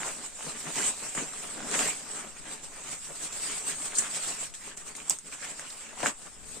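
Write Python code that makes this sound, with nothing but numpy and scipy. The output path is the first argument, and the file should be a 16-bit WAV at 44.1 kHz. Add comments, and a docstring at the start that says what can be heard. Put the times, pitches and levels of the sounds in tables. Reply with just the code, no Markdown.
"""A nylon sack rustles as hands turn and open it over a sleeping bag on a bed, near a two-port microphone.
Stick-slip friction makes the weave hiss, scrape and rip; creases buckle and crackle, slack panels flap,
and strained folds snap with a tick and a dull pop. The microphone port resonates near 8 kHz.
The soft room answers briefly, over faint air noise and a low rumble."""
import sys
import numpy as np
from scipy import signal
from scipy.fft import rfft, irfft, next_fast_len
from scipy.io import wavfile
from scipy.ndimage import uniform_filter1d

SR = 44100
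rng = np.random.default_rng(int(sys.argv[2]) if len(sys.argv) > 2 else 0)


def generate_wav(signal):
    """Clip the signal to [-1, 1] and save it as 16-bit WAV at the path in sys.argv[1]."""
    frames = np.transpose(np.atleast_2d(signal))
    scaled = np.clip(frames, -1, 1) * 32767
    pcm = np.round(scaled).astype(np.int16)
    wavfile.write(sys.argv[1], SR, pcm)


N = 291060


def amp(db):
    return 10 ** (np.asarray(db) / 20)


def unit_rms(x):
    return x / np.sqrt(np.mean(x ** 2) + 1e-20)


def pan(left_minus_right_db):
    """Stereo level difference, split equally between the channels."""
    return amp(left_minus_right_db * np.array([[.5], [-.5]]))


def at_frequency(points, hz):
    knots_hz, values = np.transpose(points)
    return np.interp(np.log(hz + 1), np.log(knots_hz + 1), values)


def over_time(points):
    return np.interp(np.arange(N) / SR, *np.transpose(points))


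def add_at(out, start_s, sound):
    span = out[:, round(start_s * SR):][:, :sound.shape[1]]
    span += sound[:, :span.shape[1]]


def colour(x, spectrum):
    """Minimum-phase filtering: the response is causal, so clicks ring after they land."""
    log_gain = np.log(amp(at_frequency(spectrum, abs(np.fft.fftfreq(8192, 1 / SR)))))
    taps = np.fft.ifft(np.exp(np.conj(signal.hilbert(log_gain)))).real[:4096]
    return signal.oaconvolve(x, taps[None], axes=1)[:, :N]


# Likeness of the two ports: (frequency [Hz], correlation [0-1])
PORT_CORRELATION = [(25, 0.16), (60, 0.35), (150, 0.97), (380, 0.93), (950, 0.62), (2380, 0.59),
                    (5980, 0.019), (15000, 0.0033)]
# Imbalance of the ports: (frequency [Hz], left minus right [dB])
PORT_BALANCE = [(60, -0.5), (180, 9), (550, 6.5), (1650, 4), (4200, 2), (6400, 1), (7400, -2.5),
                (8600, 6.5), (10000, 4), (15000, 2)]
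def microphone_ports(streams):
    """Partial coherence: the ports agree most in the upper bass; in the treble each hears its own stream."""
    size = next_fast_len(N)
    hz = np.fft.rfftfreq(size, 1 / SR)
    correlation = np.clip(at_frequency(PORT_CORRELATION, hz), 0, 1)
    left, independent = rfft(streams, size)
    right = correlation * left + np.sqrt(1 - correlation ** 2) * independent
    return irfft(np.array([left, right]) * pan(at_frequency(PORT_BALANCE, hz)), size)[:, :N]


# Spectra of room air with microphone hiss, and of the rumble: (frequency [Hz], relative level [dB])
AIR_SPECTRUM = [(50, 8), (150, -5), (400, 3), (2000, 3), (5000, -22), (7700, 1), (10000, -26), (16000, -44)]
RUMBLE_SPECTRUM = [(15, -1.5), (27, -15.5), (60, -16.5), (100, -25.5), (200, -25), (16000, -100)]
# Swell of the rumble: (time [s], level [dB])
RUMBLE_LEVELS = [(0.0, -56.5), (0.8, -57.5), (1.8, -53.5), (2.0, -58), (2.4, -55), (3.5, -56), (4.2, -58),
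                 (4.4, -56), (4.65, -56.5), (5.4, -58.5), (6.0, -57), (6.25, -57), (6.43, -49), (6.6, -54)]
def background():
    """Filtered Gaussian noise: steady room air and a wavering rumble, stronger on the left."""
    air_noise, rumble_noise = rng.standard_normal((2, 2, N))
    air = unit_rms(microphone_ports(colour(air_noise, AIR_SPECTRUM)))
    rumble = unit_rms(microphone_ports(colour(rumble_noise, RUMBLE_SPECTRUM)))
    return amp(-64.5) * air + amp(over_time(RUMBLE_LEVELS)) * pan(5) * rumble


def stick_slip(per_s, spread_db, hiss, clump_db, clump_s):
    """Stick-slip friction: uneven impulses over a hiss, in clumps; two uncorrelated streams of one motion."""
    chance, size, clumps = rng.random(N), rng.exponential(1, N), rng.standard_normal(N)
    sign, smooth = rng.standard_normal((2, 2, N))
    jumps = unit_rms((chance < per_s / SR) * amp(spread_db * np.minimum(size, 5)) * np.sign(sign))
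    width = int(clump_s * SR)
    clumps = unit_rms(uniform_filter1d(uniform_filter1d(clumps, width), width))
    return (hiss * smooth + np.sqrt(1 - hiss ** 2) * jumps) * amp(clump_db * clumps)


def cloth_texture(spectrum, patch_db, **friction):
    """Spectral modulation: parts of the cloth sound in turn, so patches of the spectrum come and go."""
    bins = signal.stft(colour(stick_slip(**friction), spectrum), nperseg=512)[2]
    patches = uniform_filter1d(rng.standard_normal(bins.shape[1:]), 6, axis=0)
    patches = unit_rms(uniform_filter1d(patches, 8, axis=1))
    return unit_rms(signal.istft(bins * amp(patch_db * patches), nperseg=512)[1][:, :N])


# Pulls of the hands: (peak time [s], weave level [dB], crease level [dB], 10 dB rise [ms], 10 dB fall [ms])
HAND_PULLS = [(0.06, -34.5, -43.5, 118, 121), (0.251, -38.5, -49.5, 58, 52), (0.496, -36.5, -47.5, 155, 66),
              (0.604, -36, -50.5, 56, 92.0), (0.672, -42.5, -48, 31, 119.0), (0.768, -32, -65, 35, 26),
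              (0.881, -27.5, -40.5, 141, 46), (1.057, -35.5, -49, 131, 119), (1.152, -36, -49, 7, 30),
              (1.178, -36.5, -43, 18, 119), (1.466, -39, -49, 293, 182), (1.762, -44, -49, 296.0, 128.0),
              (1.815, -26.5, -37, 115, 125), (2.178, -39.5, -47.5, 238, 133), (2.4, -48, -63, 108, 5),
              (2.535, -40, -57, 127.0, 56.0), (2.646, -38, -52.5, 26, 25), (2.775, -45.0, -51.5, 162.0, 94),
              (2.929, -38, -48, 134, 44), (3.054, -38, -54.5, 72, 63), (3.16, -40, -53, 50, 32),
              (3.25, -34.0, -67.0, 73, 43), (3.342, -35, -48.5, 44, 177.0), (3.44, -32.5, -48.5, 42, 203),
              (3.582, -34, -54, 21, 13), (3.694, -30, -46, 43, 44), (3.859, -33.5, -46, 114, 66),
              (3.988, -29.5, -60, 41, 76), (4.175, -33, -50.5, 128, 9), (4.23, -33, -54, 71, 95.0),
              (4.284, -35, -45, 27, 131), (4.435, -34.5, -47, 56, 44), (4.542, -38, -68, 2, 31),
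              (4.667, -41.5, -53, 126, 70), (4.774, -40.5, -54.5, 6, 70), (4.881, -39.5, -58, 29, 50),
              (4.952, -41, -61, 3, 126), (5.085, -41.5, -52, 40, 0), (5.108, -30, -48.5, 15, 44),
              (5.19, -44, -65, 3, 28), (5.275, -45, -69, 56, 36), (5.335, -42, -69, 57, 28),
              (5.447, -39.5, -49.5, 90.0, 28), (5.513, -40, -46.5, 68, 43), (5.599, -41.5, -61, 69, 69),
              (5.729, -41, -54.5, 96.0, 59), (5.777, -44, -74, 18, 227), (6.005, -37.5, -46.5, 36, 18),
              (6.07, -29.5, -34.5, 50, 33), (6.22, -45.5, -56, 101, 196.0),
              (6.545, -40.5, -74, 121.5, 69.0)]
# Slack cloth folding over:
# (peak time [s], crease level [dB], fold level [dB], panel level [dB], 10 dB half-width [ms])
SLACK_FLAPS = [(0.01, -44, -51, -53, 30), (0.07, -43, -43, -52, 28), (0.205, -50.5, -54, -53, 33),
               (0.481, -70.0, -52, -46.5, 26), (0.563, -47, -55, -51.5, 33), (0.673, -44.5, -45, -46.5, 36),
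               (0.801, -38.5, -44, -41.5, 49), (1.029, -50, -50, -52, 18), (1.188, -39.5, -43, -40, 22),
               (1.228, -39.5, -54, -43, 17), (1.343, -68, -62, -65, 41), (1.44, -51, -47, -48, 18),
               (1.64, -49.5, -45.5, -46.5, 96), (1.745, -35, -39, -45, 28), (1.807, -33.5, -31.5, -47, 16),
               (1.87, -39, -43, -44, 22), (2.226, -53, -50.5, -52.5, 91), (2.378, -48.5, -57, -59, 44),
               (2.507, -45.5, -50.5, -51.5, 91), (2.905, -46, -70.0, -60, 59), (3.109, -56, -51, -50.5, 27),
               (3.246, -46.5, -50, -54, 68), (3.52, -42.5, -77, -53.5, 75), (3.609, -60, -51.5, -63, 97.0),
               (3.704, -39, -51.5, -50, 48), (3.929, -45.5, -46.5, -56, 26), (4.038, -42, -45, -51.5, 91),
               (4.168, -45, -46, -58, 45), (4.255, -40.5, -48, -70.0, 44), (4.55, -47, -66, -72, 5.5),
               (4.697, -47, -59, -56, 55), (4.817, -51, -55, -58, 20), (4.887, -51, -52.5, -56, 46),
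               (5.002, -49.5, -54.5, -54.5, 57), (5.1, -64, -51.5, -61, 64), (5.277, -51.5, -56.5, -56, 34),
               (5.338, -47, -50, -60, 24), (5.446, -44, -78, -74, 41), (5.63, -46.5, -51, -59, 62),
               (5.884, -50.5, -54.5, -62, 147), (6.04, -52, -49, -40, 9), (6.08, -49, -46, -40.5, 18),
               (6.267, -59, -48, -57.5, 16), (6.468, -59.5, -60.5, -60, 115), (6.577, -63, -53, -56, 39)]
def cloth_envelopes():
    """Incoherent addition: pulls and flaps sum in power to drive the weave, creases, folds and panels."""
    ms = np.arange(0, N + 64, 64) * 1000 / SR
    peak_s, *pull_levels, rise_ms, fall_ms = np.transpose(HAND_PULLS)[:, :, None]
    lag_ms = ms - 1000 * peak_s
    slope_ms = np.maximum(np.where(lag_ms < 0, rise_ms, fall_ms), 2)
    pull = amp(-10 * (abs(lag_ms) / slope_ms) ** 1.24)  # exponent: 1 is pointed, 2 is round
    weave, pulled = (np.sum((amp(db) * pull) ** 2, axis=0) for db in pull_levels)
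    peak_s, *flap_levels, width_ms = np.transpose(SLACK_FLAPS)[:, :, None]
    flap = amp(-10 * ((ms - 1000 * peak_s) / width_ms) ** 2)
    crease, fold, panel = (np.sum((amp(db) * flap) ** 2, axis=0) for db in flap_levels)
    # Pulled creases carry the folds and panels along.
    powers = weave, crease + pulled, fold + pulled * amp(-1) ** 2, panel + pulled * amp(-7) ** 2
    return [np.interp(np.arange(N) * 1000 / SR, ms, np.sqrt(power)) for power in powers]


# Spectra of sliding weave, small creases, large folds and panels: (frequency [Hz], relative level [dB])
WEAVE_SPECTRUM = [(800, -26.5), (2000, -19), (4400, -16), (6300, -12.5), (7700, -1.5), (8800, -5.5),
                  (9500, -17), (10400, -25.5), (15200, -31.5), (16300, -76)]
CREASE_SPECTRUM = [(500, -22.5), (1200, -3.5), (1800, -1.5), (2800, 0), (4500, -11), (7700, -1),
                   (10000, -41), (16000, -42)]
FOLD_SPECTRUM = [(150, -29.5), (400, -5), (650, -0.5), (1200, -1.5), (2000, -7), (4500, -21), (16000, -76)]
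PANEL_SPECTRUM = [(50, -24), (110, -16), (145, -5.5), (190, -4), (230, -2), (300, -5), (420, -7),
                  (800, -18), (2000, -34), (16000, -72)]
# Where the hands work: (time [s], left minus right [dB])
HAND_POSITION = [(0.0, -3), (5.0, -2.5), (5.9, -2.5), (6.25, -2), (6.6, 2)]
def rustle():
    """Friction and buckling at four scales: the larger the moving part, the lower its spectrum."""
    textures = (
        cloth_texture(WEAVE_SPECTRUM, patch_db=2.95,
                      per_s=5000, spread_db=0.82, hiss=0.98, clump_db=0.89, clump_s=0.012),
        cloth_texture(CREASE_SPECTRUM, patch_db=2.9,
                      per_s=1000, spread_db=2.56, hiss=0.78, clump_db=1.5, clump_s=0.014),
        cloth_texture(FOLD_SPECTRUM, patch_db=1.5,
                      per_s=700, spread_db=3.6, hiss=0.8, clump_db=1.44, clump_s=0.0075),
        cloth_texture(PANEL_SPECTRUM, patch_db=1.2,
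                      per_s=400, spread_db=2.0, hiss=0.85, clump_db=1.2, clump_s=0.02))
    cloth = sum(envelope * texture for envelope, texture in zip(cloth_envelopes(), textures))
    return microphone_ports(cloth) * pan(over_time(HAND_POSITION))


# A sharp tick through the resonant port: (frequency [Hz], relative level [dB])
TICK_SPECTRUM = [(800, -34), (2300, -19), (4300, -14.5), (5600, 1), (6900, 11.5), (8500, 9.5), (10500, -14),
                 (12000, -25), (14000, -18), (16000, -28)]
# Snapping folds: (time [s], tick level [dB], pop level [dB], panel frequency [Hz], left minus right [dB])
FOLD_SNAPS = [(0.031, -35.5, -24, 1460, -3), (0.213, -48, -44, 1500, 1), (0.406, -46, -34.5, 890, 4),
              (0.757, -20.5, -40, 958, -6), (1.1491, -25, -28, 1610, 0), (1.175, -27, -24, 1930, -3),
              (1.185, -38, -28, 1350, 5), (1.335, -46, -35.5, 1170, 1), (1.712, -23, -33, 417, 5),
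              (1.754, -25, -28.5, 544, 1), (1.791, -23, -19, 2800, 1), (1.857, -23, -24, 2000, 1),
              (2.929, -37, -34, 2500, 3), (3.103, -45, -41, 625, 1), (3.326, -32, -33, 3400, -1.0),
              (3.7, -31, -29, 1930, -1), (3.82, -39, -34, 2970, -1.5), (4.021, -38, -38, 1080, 0),
              (4.411, -35, -39, 1110, 1), (4.538, -36, -37, 2920, 3), (4.773, -27, -42, 2860, 2),
              (4.951, -28, -35, 2120, 2), (5.001, -45, -31.5, 2470, 3), (5.096, -8, -38, 3600, -7),
              (5.106, -17, -34, 2990, -8), (5.186, -27, -48, 1290, -3), (5.324, -34, -40, 1470, -1),
              (5.427, -46, -39, 1520, -1), (5.594, -23, -28, 1760, -1), (5.7, -38, -45, 1700, 0),
              (6.0292, -30, -24.5, 2500, 2), (6.053, -40, -31, 1550, 2), (6.059, -42, -12, 1560, 3),
              (6.067, -30, -28, 2200, 0), (6.544, -40, -60, 600, 4), (6.568, -43, -43, 422, 9)]
def snaps():
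    """Snap-through buckling: a fold gives way, ringing the port and a damped panel mode, then crackles."""
    out, t = np.zeros((2, N)), np.arange(2000) / SR
    lag = t - 0.0014  # the fold strains, then lets go at lag zero
    strain = np.where(lag < 0, np.exp(-(lag / 0.0006) ** 2), np.exp(-lag / 0.0008))
    ring_t60_cycles, crackle_t60_s = 13, 0.021
    for start_s, tick_db, pop_db, panel_hz, pan_db in FOLD_SNAPS:
        noise = rng.standard_normal((4, len(t)))
        release = noise[2:] * strain
        release[:, np.argmin(abs(lag))] += [2.2, 6]  # impulses for the tick and the crack
        tick = colour(release, TICK_SPECTRUM)[0, :len(t)]
        crack = colour(release, CREASE_SPECTRUM)[1, :len(t)]
        cycles = panel_hz * np.maximum(lag + 0.00042, 0)
        ring = np.sin(2 * np.pi * cycles) * np.minimum(cycles / 0.65, 1)
        ring *= amp(-60 * cycles / ring_t60_cycles)
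        pop = ring / abs(ring).max() + 0.32 * crack / abs(crack).max()
        snap = amp(tick_db) * tick / abs(tick).max() + amp(pop_db) * pop
        scatter = noise[:2] * amp(-25 - 60 * t / crackle_t60_s)
        crackle = signal.fftconvolve(scatter, snap[None], axes=1)[:, :len(t)]
        add_at(out, start_s, pan(pan_db) * (snap + crackle))
    return out


def slip_envelope(t, rise_s, decay_ms):
    """Transient sliding: an exponential onset under a Gaussian decay."""
    return (1 - np.exp(-t / rise_s)) * np.exp(-(t * 1000 / decay_ms) ** 2)


# Cloth scraping on cloth:
# (time [s], level before envelope [dB], decay [ms], centre frequency [Hz], left minus right [dB])
CLOTH_SCRAPES = [(0.032, -25, 2.5, 2200, 8), (0.058, -41, 21, 690, 1), (0.068, -39.5, 20, 1490, 1),
                 (0.406, -38, 4.5, 2400, -1), (0.467, -34.5, 4.8, 600, 4), (0.475, -44.5, 16, 296, 0),
                 (0.667, -37, 10, 1600, 1), (0.688, -43, 5.5, 450, 4), (0.764, -35, 5.9, 920, 4),
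                 (0.779, -32, 9, 830, 1), (0.8, -33.5, 13, 1490, 1), (0.823, -35, 12, 1990, 1),
                 (1.174, -32, 6.5, 1300, 4), (1.192, -41, 4.8, 1210, 2), (1.149, -29, 3.2, 1990, 0),
                 (1.149, -30.5, 4.5, 590, 5), (1.167, -41, 2.8, 1500, 0), (1.222, -37, 8.1, 300, 4),
                 (1.43, -45, 16, 520, 3), (1.567, -40, 11, 300, 4), (1.71, -42.5, 35, 211, 4),
                 (1.733, -44, 8.2, 400, 3), (1.794, -42, 12, 350, 2), (1.79, -28, 4.7, 1400, 0),
                 (1.812, -35, 7.6, 1200, 2), (1.824, -29, 8.4, 1980, 1), (1.859, -28, 7, 646, 0),
                 (2.189, -45.5, 30, 1210, 3), (2.521, -50, 15, 400, 2), (3.105, -37.5, 8.7, 500, 3),
                 (3.675, -43.5, 7.1, 3000, -3), (3.922, -35, 4.2, 2200, 2), (3.952, -38, 26, 5000, -2),
                 (4.145, -38.5, 42, 5840, -2), (4.138, -38.5, 17, 2880, 0), (4.255, -45, 12, 3100, 0),
                 (4.282, -38, 16, 5000, 2), (4.862, -60, 14, 1200, 5), (4.961, -37, 11, 7640, 1),
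                 (4.98, -40.5, 6, 1100, 9), (5.095, -27, 4.2, 11200, -2), (5.1, -37, 12.6, 816, 1),
                 (5.103, -32, 11, 5250, -1), (5.269, -50.5, 8.8, 500, 8), (5.324, -39, 4.9, 2200, -3.5),
                 (5.423, -43.5, 44, 1800, 4), (5.7, -39.5, 9, 4500, -2), (5.93, -46, 8, 700, 9),
                 (5.972, -40, 12, 880, 7.5), (6.027, -33, 5, 2480, 0), (6.031, -25, 6.5, 750, 16),
                 (6.042, -31.5, 11, 686, 7), (6.058, -28, 4.4, 2580, -1), (6.0595, -19, 3.1, 520, 9),
                 (6.067, -33, 7.3, 2500, 4)]
def scrapes():
    """Band-limited friction noise: each brief slip has its own pitch, and random modulation adds grit."""
    out, t = np.zeros((2, N)), np.arange(3000) / SR
    half_band_octaves, grit_db = 0.28, 2.5
    for start_s, level_db, decay_ms, centre_hz, pan_db in CLOTH_SCRAPES:
        noise = rng.standard_normal((3, len(t)))
        shared, separate = noise[0], noise[1:]
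        grit = (shared + 0.72 * separate) * amp(grit_db * unit_rms(uniform_filter1d(shared, 60)))
        edges_hz = centre_hz * 2 ** (half_band_octaves * np.array([-1, 1]))
        band = signal.butter(2, edges_hz, "band", fs=SR, output="sos")
        scrape = unit_rms(signal.sosfilt(band, grit)) * slip_envelope(t, 0.0024, decay_ms)
        add_at(out, start_s, amp(level_db) * pan(pan_db) * scrape)
    return out


# Taut cloth pulled across itself: (time [s], peak level [dB], decay [ms], left minus right [dB])
TAUT_RIPS = [(1.149, -29, 4.5, 1), (1.154, -35, 4, -2), (3.952, -23, 7.4, -1), (3.973, -22, 4, -1),
             (3.979, -22, 5.6, -1), (3.9838, -10.5, 9.6, 0), (4.777, -34, 5, -6), (5.103, -24, 2.5, -3),
             (5.1075, -21, 2.2, -4), (6.053, -24, 2.3, -3), (6.066, -21, 5.3, 1)]
def rips():
    """Noise-excited resonance: a burst of fast slips takes on the bright colour of the ticks."""
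    out, t = np.zeros((2, N)), np.arange(2000) / SR
    for start_s, peak_db, decay_ms, pan_db in TAUT_RIPS:
        burst = rng.standard_normal((2, len(t))) * slip_envelope(t, 0.0008, decay_ms)
        rip = colour(burst, TICK_SPECTRUM)[:, :len(t)]
        add_at(out, start_s, amp(peak_db) * pan(pan_db) * rip / abs(rip).max())
    return out


# Decay of the soft room: (frequency [Hz], reverberation time [s])
ROOM_T60 = [(200, 0.063), (1000, 0.15), (4000, 0.075), (10000, 0.066)]
def reverberation(direct):
    """Absorption: sparse random reflections decay exponentially, at a rate set by frequency."""
    shape, delay_samples = (2, int(0.53 * SR)), 250
    reflections = rng.choice([-1., 1.], shape) * (rng.random(shape) < 0.1)
    hz, t, bins = signal.stft(reflections, SR, nperseg=128)
    decay = amp(-60 * t / at_frequency(ROOM_T60, hz)[:, None])
    tail = signal.istft(bins * decay, SR, nperseg=128)[1]
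    tail /= np.linalg.norm(tail, axis=1, keepdims=True)
    return signal.fftconvolve(direct, np.pad(tail, ((0, 0), (delay_samples, 0))), axes=1)[:, :N]


def scene():
    """Superposition of the direct cloth sound, its reverberation and the background."""
    direct = rustle() + snaps() + rips() + scrapes()
    return direct + amp(-10.5) * reverberation(direct) + background()


def record(dry):
    """Band limiting: a linear-phase low-pass filter removes the highest treble."""
    cutoff_hz = 16750
    lowpass = signal.firwin(511, cutoff_hz, window=("kaiser", 9), fs=SR)
    return signal.oaconvolve(dry, lowpass[None], "same")


dry = scene()
out = record(dry)
generate_wav(out)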